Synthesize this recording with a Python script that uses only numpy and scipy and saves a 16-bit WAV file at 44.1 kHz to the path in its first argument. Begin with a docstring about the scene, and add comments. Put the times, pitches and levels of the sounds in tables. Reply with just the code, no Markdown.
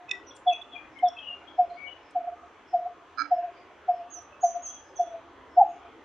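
"""First come the last echoes of a hollow "tuk", a few chirps and one sharp "chip". Then a coppersmith barbet on
a branch repeats its tuk, a nearly pure swelling sine, and the trunks around throw each note back.
Higher notes overlap the last one. Small birds chirp and whistle in short gliding tones, and one gives a rattling
squawk: pulses that ring its throat. Behind them lie a faint far rumble and the hush of leaves, made of filtered noise."""
import sys
import numpy as np
from scipy import signal
from scipy.io import wavfile

SR = 44100
rng = np.random.default_rng(int(sys.argv[2]) if len(sys.argv) > 2 else 0)


def output_pcm(signal):
    """Save a mono or channel-first signal as 16-bit PCM at the path in sys.argv[1].

    Samples are clipped to [-1, 1] before scaling.
    """
    pcm = np.clip(np.atleast_2d(signal).T, -1, 1) * 32767
    wavfile.write(sys.argv[1], SR, np.round(pcm).astype(np.int16))


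N = 266452  # length in samples


def from_db(db):
    """Turn decibels into a gain."""
    return 10 ** (np.asarray(db) / 20)


def rms_one(x):
    """Scale a sound to rms 1."""
    return x / np.sqrt(np.mean(x ** 2) + 1e-20)


def at_hz(points, hz):
    """Read a curve at a frequency, with straight lines between points on a log-frequency axis."""
    table_hz, values = np.array(points).T
    return np.interp(np.log(hz), np.log(table_hz), values)


def add(out, s, sound):
    """Mix a sound in from time s on, dropping whatever falls outside the scene."""
    start = round(s * SR)
    part = sound[..., max(-start, 0):max(N - start, 0)]
    first = max(start, 0)
    out[..., first:first + part.shape[-1]] += part


def phase_of(hz):
    """Add up a changing pitch into the running phase of a tone."""
    return 2 * np.pi * np.cumsum(hz) / SR


def band(x, low_hz, high_hz, order=2):
    """Keep only the frequencies between two limits (Butterworth band-pass)."""
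    return signal.sosfilt(signal.butter(order, [low_hz, high_hz], "band", fs=SR, output="sos"), x)


def drift(rate, count=N):
    """Random wander around 0 with spread about 1, heading for a new value `rate` times a second."""
    knots = rng.standard_normal(1024)
    return np.interp(np.arange(count) / SR * rate, np.arange(len(knots)), knots)


def among_trees(sound, pan_db, scatter_db, t60=0.26, spread=0.08, build_s=0.011):
    """A call arrives directly and, scattered by leaves and twigs, as a tail that builds and dies."""
    t = np.arange(SR // 2) / SR
    tail_level = from_db(-60 * t / t60) * (1 - np.exp(-t / build_s))
    mid, side = rng.standard_normal((2, len(t))) * tail_level
    paths = mid + spread * side * [[1], [-1]]
    paths *= from_db(scatter_db) / np.sqrt(np.sum(paths ** 2) / 2)
    paths[:, 0] += 1  # the direct sound
    return signal.fftconvolve(sound[None], paths, axes=1) * from_db([[pan_db / 2], [-pan_db / 2]])


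# how softly the throat closes, and how rounded the start of the ring-down is
THROAT_CLOSE_S, CREST_S = .0035, .009


def tuk(hz, sag, rise, fade_db, length, sag_s=0.0055):
    """The throat sac swells into a sine, sags in pitch and rings down by fade_db a second, then closes."""
    t = np.arange(SR // 6) / SR - 3 * rise  # t = 0 at the crest
    swell = np.exp(-(np.minimum(t, 0) / rise) ** 2)
    ring_down = from_db(-fade_db * (np.hypot(np.maximum(t, 0), CREST_S) - CREST_S))
    closing = 1 / (1 + np.exp((t - length) / THROAT_CLOSE_S))
    pitch = hz * (1 - sag * np.maximum(np.tanh(t / sag_s), -.5))
    return swell * ring_down * closing * np.sin(phase_of(pitch))


# a last echo from far trees: its delay and width
FAR_ECHO_S, FAR_ECHO_WIDTH_S = 0.279, 0.024
# countless small echoes merge and linger: when they start, how fast they build and die
LINGER_START_S, LINGER_BUILD_S, LINGER_T60_S = 0.052, 0.0073, 0.39
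# echoes from groups of trees: (delay t/s, width t/s, level/dB on top of each note's own tree echo level)
TREE_GROUPS = [(0.12, 0.018, 1.5), (0.161, 0.018, -6.5)]


def echo_tail(hz, echo_db, linger_db, far_db, waver=0.016, flutter_db=3.6, width_db=1.5):
    """Echoes of a note merge into a lingering tone that wavers and swells as each group of trees answers."""
    t = np.arange(SR // 2) / SR
    swells = [(s, width, db + echo_db) for s, width, db in TREE_GROUPS]
    swells.append((FAR_ECHO_S, FAR_ECHO_WIDTH_S, far_db))
    power = sum((from_db(db) * np.exp(-((t - s) / width) ** 2)) ** 2 for s, width, db in swells)

    since = np.maximum(t - LINGER_START_S, 0)
    build = 1 - np.exp(-(since / LINGER_BUILD_S) ** 2)
    linger = build * from_db(linger_db - 60 * (since - LINGER_BUILD_S) / LINGER_T60_S)

    shared_flutter = flutter_db * drift(60, count=len(t))
    left_right_flutter = width_db * drift(30, count=len(t)) * [[1], [-1]]
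    flutter = from_db(shared_flutter + left_right_flutter)
    tone = np.sin(phase_of(hz * (1 + waver * drift(80, count=len(t)))))
    return np.sqrt(power + linger ** 2) * flutter * tone


ECHO_PITCH = .967  # echoes sound a little lower than the note
# the nearest trunk: delay and rise of its reflection, and its fade over trunk_length
TRUNK_S, TRUNK_RISE_S, TRUNK_FADE_DB = .05, 0.012, 23.5
# barbet notes: (crest t/s, pitch f/Hz, pitch sag as a share, level/dB, rise t/s, length t/s,
#                fade over that length level/dB, then against the note: trunk reflection level/dB,
#                tree echoes level/dB, lingering tail level/dB, far echo level/dB)
BARBET_NOTES = [(-0.11, 728, 0.026, -14, .009, 0.032, 7, -15, -29, -31, -38),
                (0.4792, 726, 0.013, -13.5, 0.01, 0.046, 9.5, -9.5, -36.5, -30, -32),
                (1.0399, 726, 0.012, -12.5, .009, 0.044, 13, -14.5, -46.5, -34, -38),
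                (1.5983, 727.7, 0.016, -11.5, 0.01, 0.049, 22.5, -12, -25, -37, -40),
                (2.1643, 727, 0.033, -19, 0.0085, 0.031, 10.5, -9.5, -10, -19, -29),
                (2.747, 723, 0.042, -15, 0.01, 0.039, 20, -9.5, -15.5, -14.5, -37),
                (3.3244, 724, 0.025, -13, .009, 0.03, 14.5, -10.5, -15, -16, -36),
                (3.895, 726.2, 0.026, -14.5, .009, 0.032, 13.5, -10, -17, -21.5, -29),
                (4.443, 723, 0.038, -12, .008, 0.04, 23, -14, -18, -21.5, -39),
                (5.005, 710.7, 0.012, -15, 0.0095, 0.011, -2, -19, -28, -22.5, -38.5),
                (5.03, 699.6, 0.007, -25, .008, 0.011, 3, -17, -12.5, -16.5, -32),
                (5.5848, 719.3, 0.0079, -7.5, 0.0099, 0.029, 18, -6.5, -30, -26, -42),
                (5.603, 857.3, 0.026, -16.5, .008, 0.0081, 7.5, -9, -50, -24, -43),
                (5.617, 791.4, 0.021, -6.5, .009, 0.011, 11.5, -19, -46.5, -36, -55)]


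def barbet(trunk_length=0.0057, scatter_db=-29):
    """Each tuk is followed by a reflection from the nearest trunk and a tail of far echoes."""
    out = np.zeros((2, N))
    trunk_fade = TRUNK_FADE_DB / trunk_length  # dB per second
    for s, hz, sag, db, rise, length, fade_db, trunk_db, echo_db, linger_db, far_db in BARBET_NOTES:
        note = from_db(db) * tuk(hz, sag, rise, fade_db / length, length)
        # a tuk begins three rises before its crest
        add(out, s - 3 * rise, among_trees(note, .1, scatter_db, t60=0.61, spread=0.56))

        echo_hz = hz * ECHO_PITCH
        reflection = tuk(echo_hz, sag / 2, TRUNK_RISE_S, trunk_fade, trunk_length)
        add(out, s - 3 * TRUNK_RISE_S + TRUNK_S, from_db(db + trunk_db) * reflection)
        add(out, s, from_db(db) * echo_tail(echo_hz, echo_db, linger_db, far_db))
    return out


def harsh_call(pulses, throat, opening_s, pan_db, scatter_db, bounce_s, bounce_db, rough=0.015):
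    """Pulses of the syrinx (voice box) each ring the throat's resonances; a trunk throws the call back once."""
    out = np.zeros(N)
    t = np.arange(SR // 4) / SR
    opening = 1 - np.exp(-(t / opening_s) ** 2)
    for s, db in pulses:
        for hz, width, mode_db in throat:
            rough_hz = hz * (1 + rough * drift(970, count=len(t)))
            # a wider resonance dies sooner
            ring = opening * np.exp(-np.pi * width * t) * np.sin(phase_of(rough_hz))
            add(out, s, from_db(db + mode_db) * ring)
            add(out, s + bounce_s, from_db(db + mode_db + bounce_db) * ring)
    return among_trees(out, pan_db, scatter_db, t60=0.24)[:, :N]


# the run of pulses: start, spacing, unevenness as a share of the spacing
SQUAWK_S, SQUAWK_PERIOD_S, SQUAWK_JITTER = 3.1715, 0.009, 0.1
# level the pulses swell to, and how far under it the run starts
SQUAWK_DB, SQUAWK_SWELL_DB = -15.5, 15.5


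def squawk_pulses(count=6, swell_pulses=0.68):
    """Slightly uneven pulses swell to full strength: rows of (t/s, level/dB)."""
    k = np.arange(count)
    s = SQUAWK_S + SQUAWK_PERIOD_S * (k + SQUAWK_JITTER * rng.standard_normal(count))
    return zip(s, SQUAWK_DB - SQUAWK_SWELL_DB * np.exp(-k / swell_pulses))


# throat resonances of the squawking bird: (f/Hz, width f/Hz, level/dB)
SQUAWK_RESONANCES = [(292.4, 8.1, -35.5), (1336, 83, 3), (1410, 110, -11), (1624, 73, -9),
                     (2302, 18, -24.5), (4160, 100, -14.5), (4990, 146, -7.5), (5160, 143, -22.5),
                     (6180, 37, -37.5), (6380, 60, -40), (8870, 140, -50)]


def squawk():
    """A short rattle: quick pulses, each ringing the throat."""
    return harsh_call(squawk_pulses(), SQUAWK_RESONANCES, opening_s=0.0032, pan_db=-13.0,
                      scatter_db=-12, bounce_s=0.037, bounce_db=-16.5)


# the two pulses of one sharp "chip", a soft one and a hard one: (t/s, level/dB)
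CHIP_PULSES = [(0.092, -33), (0.1112, -11.5)]
# throat resonances of the chip: (f/Hz, width f/Hz, level/dB)
CHIP_RESONANCES = [(2560, 72, -3.5), (3575, 103, -2), (4400, 190, -25), (5280, 147, -8), (5690, 170, -9.5),
                   (6640, 120, -23.5), (7050, 150, -16.5), (7650, 150, -25), (9100, 32, -53)]


def chip():
    """A soft pulse and then a hard one ring the throat of a small bird."""
    return harsh_call(CHIP_PULSES, CHIP_RESONANCES, opening_s=0.0021, pan_db=-5.5,
                      scatter_db=-17, bounce_s=.04, bounce_db=-27)


CHIRP_OVERTONE_DB = -44.5


def chirp(length, start_hz, end_hz, waver, flutter_db=3):
    """One gliding note, clear or husky (more waver), flutters in strength and has a weak overtone."""
    u = np.linspace(0, 1, int(length * SR))  # 0 to 1 through the note
    glide = start_hz + (end_hz - start_hz) * u
    phase = phase_of(glide * (1 + waver * drift(900, count=len(u))))
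    envelope = np.sin(np.pi * u) ** 2 * from_db(flutter_db * drift(220, count=len(u)))
    return envelope * (np.sin(phase) + from_db(CHIRP_OVERTONE_DB) * np.sin(2 * phase))


# where the small birds sit, by name:
# (left minus right level/dB, scatter by the leaves level/dB, pitch waver of the voice as a share)
BIRD_PERCHES = {"ahead": (3.7, -3, 0.017), "left": (15.2, 0, 0.017), "near right": (-8.5, -10, 0.0077),
                "far": (-9, 3.1, .015), "close": (0.97, -7, 0.0071), "overhead": (2.5, -9, .006)}
# small birds' chirps: (start t/s, length t/s, start f/Hz, end f/Hz, level/dB, perch name)
CHIRP_NOTES = [(0.076, 0.052, 2580, 2520, -40, "near right"), (0.099, 0.038, 2017, 1899, -40, "left"),
               (0.259, 0.057, 5930, 5740, -48.5, "near right"), (0.304, 0.019, 3580, 3190, -47.5, "ahead"),
               (0.343, 0.032, 8420, 8900, -63, "close"), (0.359, 0.012, 7300, 7300, -52, "close"),
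               (0.36, 0.014, 10500, 10500, -69, "close"), (0.464, 0.054, 3465, 3292, -26.5, "close"),
               (0.496, 0.055, 2870, 2332, -43, "left"), (0.5, 0.11, 3397, 3462, -42.5, "near right"),
               (0.521, 0.025, 6070, 6190, -45.5, "near right"),
               (0.609, 0.024, 3540, 3346, -40.5, "near right"), (0.706, 0.066, 3467, 3230, -43, "ahead"),
               (0.741, 0.043, 2576, 2298, -45.5, "left"), (0.942, 0.07, 2256, 2035, -50, "left"),
               (0.981, 0.021, 8950, 9000, -69.5, "near right"),
               (0.984, 0.014, 3060, 3100, -48, "near right"), (1.039, 0.068, 3665, 3126, -44, "ahead"),
               (1.08, 0.013, 5470, 5550, -45, "near right"), (1.148, 0.075, 2606, 2590, -44.5, "ahead"),
               (1.169, 0.044, 3244, 3196, -41, "ahead"), (1.203, 0.12, 2916, 2905, -43, "left"),
               (1.241, 0.14, 2835, 2823, -36.5, "overhead"), (1.244, 0.14, 2750, 2823, -43, "overhead"),
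               (1.468, 0.031, 3150, 3434, -52, "left"), (1.696, 0.018, 4440, 4020, -59, "far"),
               (1.75, 0.12, 2217, 2263, -44, "left"), (1.865, 0.038, 2990, 2903, -42.5, "left"),
               (2.102, 0.012, 8900, 8860, -80, "near right"), (4.32, 0.024, 2610, 2610, -53.5, "far"),
               (4.614, 0.19, 3237, 3350, -59.5, "far"), (4.849, 0.32, 3345, 3420, -67.5, "far")]


def chirps():
    """Small birds sing short gliding notes, each heard from its own perch."""
    out = np.zeros((2, N))
    for s, length, start_hz, end_hz, db, perch in CHIRP_NOTES:
        pan_db, scatter_db, waver = BIRD_PERCHES[perch]
        note = from_db(db) * chirp(length, start_hz, end_hz, waver)
        add(out, s, among_trees(note, pan_db, scatter_db))
    return out


# thin slurred whistles: (start t/s, length t/s, top f/Hz, bottom f/Hz, level/dB,
#                         left minus right level/dB, scatter level/dB)
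WHISTLE_NOTES = [(4.097, 0.11, 6640, 5930, -42.5, -8, -10.5), (4.406, 0.09, 6730, 6010, -37.5, -3.5, -0.5),
                 (4.617, 0.09, 6675, 6020, -37.5, 0, 1.5), (4.955, 0.041, 6390, 5880, -43.5, -5, -0.5)]


def whistles(turn=0.18, flick=0.053, slur=0.29, waver=0.004, flutter_db=2.5,
             upper_hz=3950, upper_db=-36, highest_db=-50):
    """A quick flick up, then a fluttering slur down that levels out; two faint higher lines glide along."""
    out = np.zeros((2, N))
    for s, length, top_hz, bottom_hz, db, pan_db, scatter_db in WHISTLE_NOTES:
        u = np.linspace(0, 1, int(length * SR))  # 0 to 1 through the whistle
        hz = bottom_hz + (top_hz - bottom_hz) * np.exp(-((u - turn) / slur) ** 2)
        hz *= 1 - flick * np.maximum(1 - u / turn, 0) + waver * drift(900, count=len(u))
        tone = 0
        for k, line_db in enumerate([0, upper_db, highest_db]):
            tone = tone + from_db(line_db) * np.sin(phase_of(hz + k * upper_hz))
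        envelope = np.sin(np.pi * u) * from_db(db + flutter_db * drift(230, count=len(u)))
        add(out, s, among_trees(envelope * tone, pan_db, scatter_db, t60=0.39, spread=0.74))
    return out


FAR_CALL_S, FAR_CALL_WAVER = .17, .04  # length, and pitch waver as a share
# thin calls of distant birds: (start t/s, start f/Hz, level/dB)
DISTANT_CALLS = [(0.87, 5410, -76.5), (1.52, 5320, -75.5), (1.679, 4700, -74.5), (1.97, 5300, -76),
                 (2.62, 5320, -70), (3.25, 5320, -72), (3.49, 4830, -72.5), (3.851, 5320, -76),
                 (4.779, 5320, -76), (5.46, 5340, -73.5), (5.62, 6620, -72.5)]


def twitter(fall=0.023, scatter_db=4):
    """Distant birds give thin husky calls that arrive mostly scattered."""
    out = np.zeros((2, N))
    for s, hz, db in DISTANT_CALLS:
        note = from_db(db) * chirp(FAR_CALL_S, hz, hz * (1 - fall), FAR_CALL_WAVER)
        add(out, s, among_trees(note, 0, scatter_db, spread=0.78))
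    return out


TICK_HZ = 6160  # middle of the ticks' band
# dry little ticks of bills and twigs: (t/s, level/dB, left minus right level/dB)
BILL_AND_TWIG_TICKS = [(0.113, -63, 16), (0.367, -61.5, 13), (0.533, -68.5, 6), (0.619, -73, 10),
                       (0.992, -74, 5.5), (1.087, -72.5, 12.5), (2.110, -68, -3), (4.223, -69, 2)]


def ticks(decay_s=0.0036):
    """Bills and twigs make tiny bright snaps of noise, each about an octave wide."""
    out = np.zeros((2, N))
    t = np.arange(SR // 40) / SR
    for s, db, pan_db in BILL_AND_TWIG_TICKS:
        noise = rng.standard_normal(len(t))
        snap = rms_one(band(noise, TICK_HZ / np.sqrt(2), TICK_HZ * np.sqrt(2), order=3))
        envelope = t / decay_s * np.exp(1 - t / decay_s)  # crest at decay_s
        add(out, s - decay_s, among_trees(from_db(db) * snap * envelope, pan_db, -13, t60=0.14))
    return out


AIR_DB = -52.5  # rms level of the hush
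RUMBLE_HZ, RUMBLE_DB = 76.4, -75
LOW_SWELL_TOP_HZ = 405  # the low swell weakens above this
# tone colour of the leaf hush: (f/Hz, relative level/dB per Hz)
HUSH_SPECTRUM = [(22, -22), (45, -11), (90, -8), (150, -14), (225, -12), (295, 1), (440, -2.5),
                 (1250, -2.5), (1800, -10), (3300, -15.5), (3900, -26), (5300, -30), (6500, -26.5),
                 (7300, -35), (8500, -44.5), (14000, -51.5)]
# how alike the hush is on left and right: (f/Hz, likeness from 0 to 1)
LEFT_RIGHT_LIKENESS = [(60, 1), (230, 0.91), (900, 0.91), (1800, 0.74), (3600, 0.76), (7000, 0.037)]
# how the low part of the hush rises and falls: (t/s, level/dB)
LOW_HUSH_SWELL = [(0, 1), (0.901, 2), (1.799, -1), (3, -3), (4.7, 0), (5.248, 1), (5.801, 3.5)]


def air(patchy_db=3.5, patch_rate=7, steady_hz=5000):
    """Leaf hush in narrow noise bands that waver, steadier and wider in the treble, over a far rumble."""
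    out = 0
    edges = np.geomspace(22, 15000, 41)
    white = rng.standard_normal((2, 2, N))
    swell_db = np.interp(np.arange(N) / SR, *np.transpose(LOW_HUSH_SWELL))
    for k, (low, high) in enumerate(zip(edges, edges[1:])):
        mid, side = band(white[k % 2], low, high, order=3)  # neighbouring bands use different noise
        hz = np.sqrt(low * high)
        alike = np.clip(at_hz(LEFT_RIGHT_LIKENESS, hz), 0, 1)
        waver_db = patchy_db * drift(patch_rate) / (1 + hz / steady_hz)
        low_db = swell_db / (1 + (hz / LOW_SWELL_TOP_HZ) ** 2)
        gain = from_db(at_hz(HUSH_SPECTRUM, hz) + waver_db + low_db)
        out = out + gain * (np.sqrt(1 + alike) * mid + np.sqrt(1 - alike) * side * [[1], [-1]])
    rumble = rms_one(band(rng.standard_normal(N), RUMBLE_HZ - 4, RUMBLE_HZ + 4))
    return from_db(AIR_DB) * rms_one(out) + from_db(RUMBLE_DB) * rumble


def scene():
    """The barbet ahead, other birds around it, hush and rumble behind."""
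    birds = barbet() + squawk() + chip() + chirps() + whistles() + twitter()
    return birds + ticks() + air()


CUTOFF_HZ = 14500


def record(dry):
    """Cut the top steeply with a low-pass filter."""
    return signal.sosfilt(signal.ellip(8, .1, 70, CUTOFF_HZ, fs=SR, output="sos"), dry)


dry = scene()
out = record(dry)
output_pcm(out)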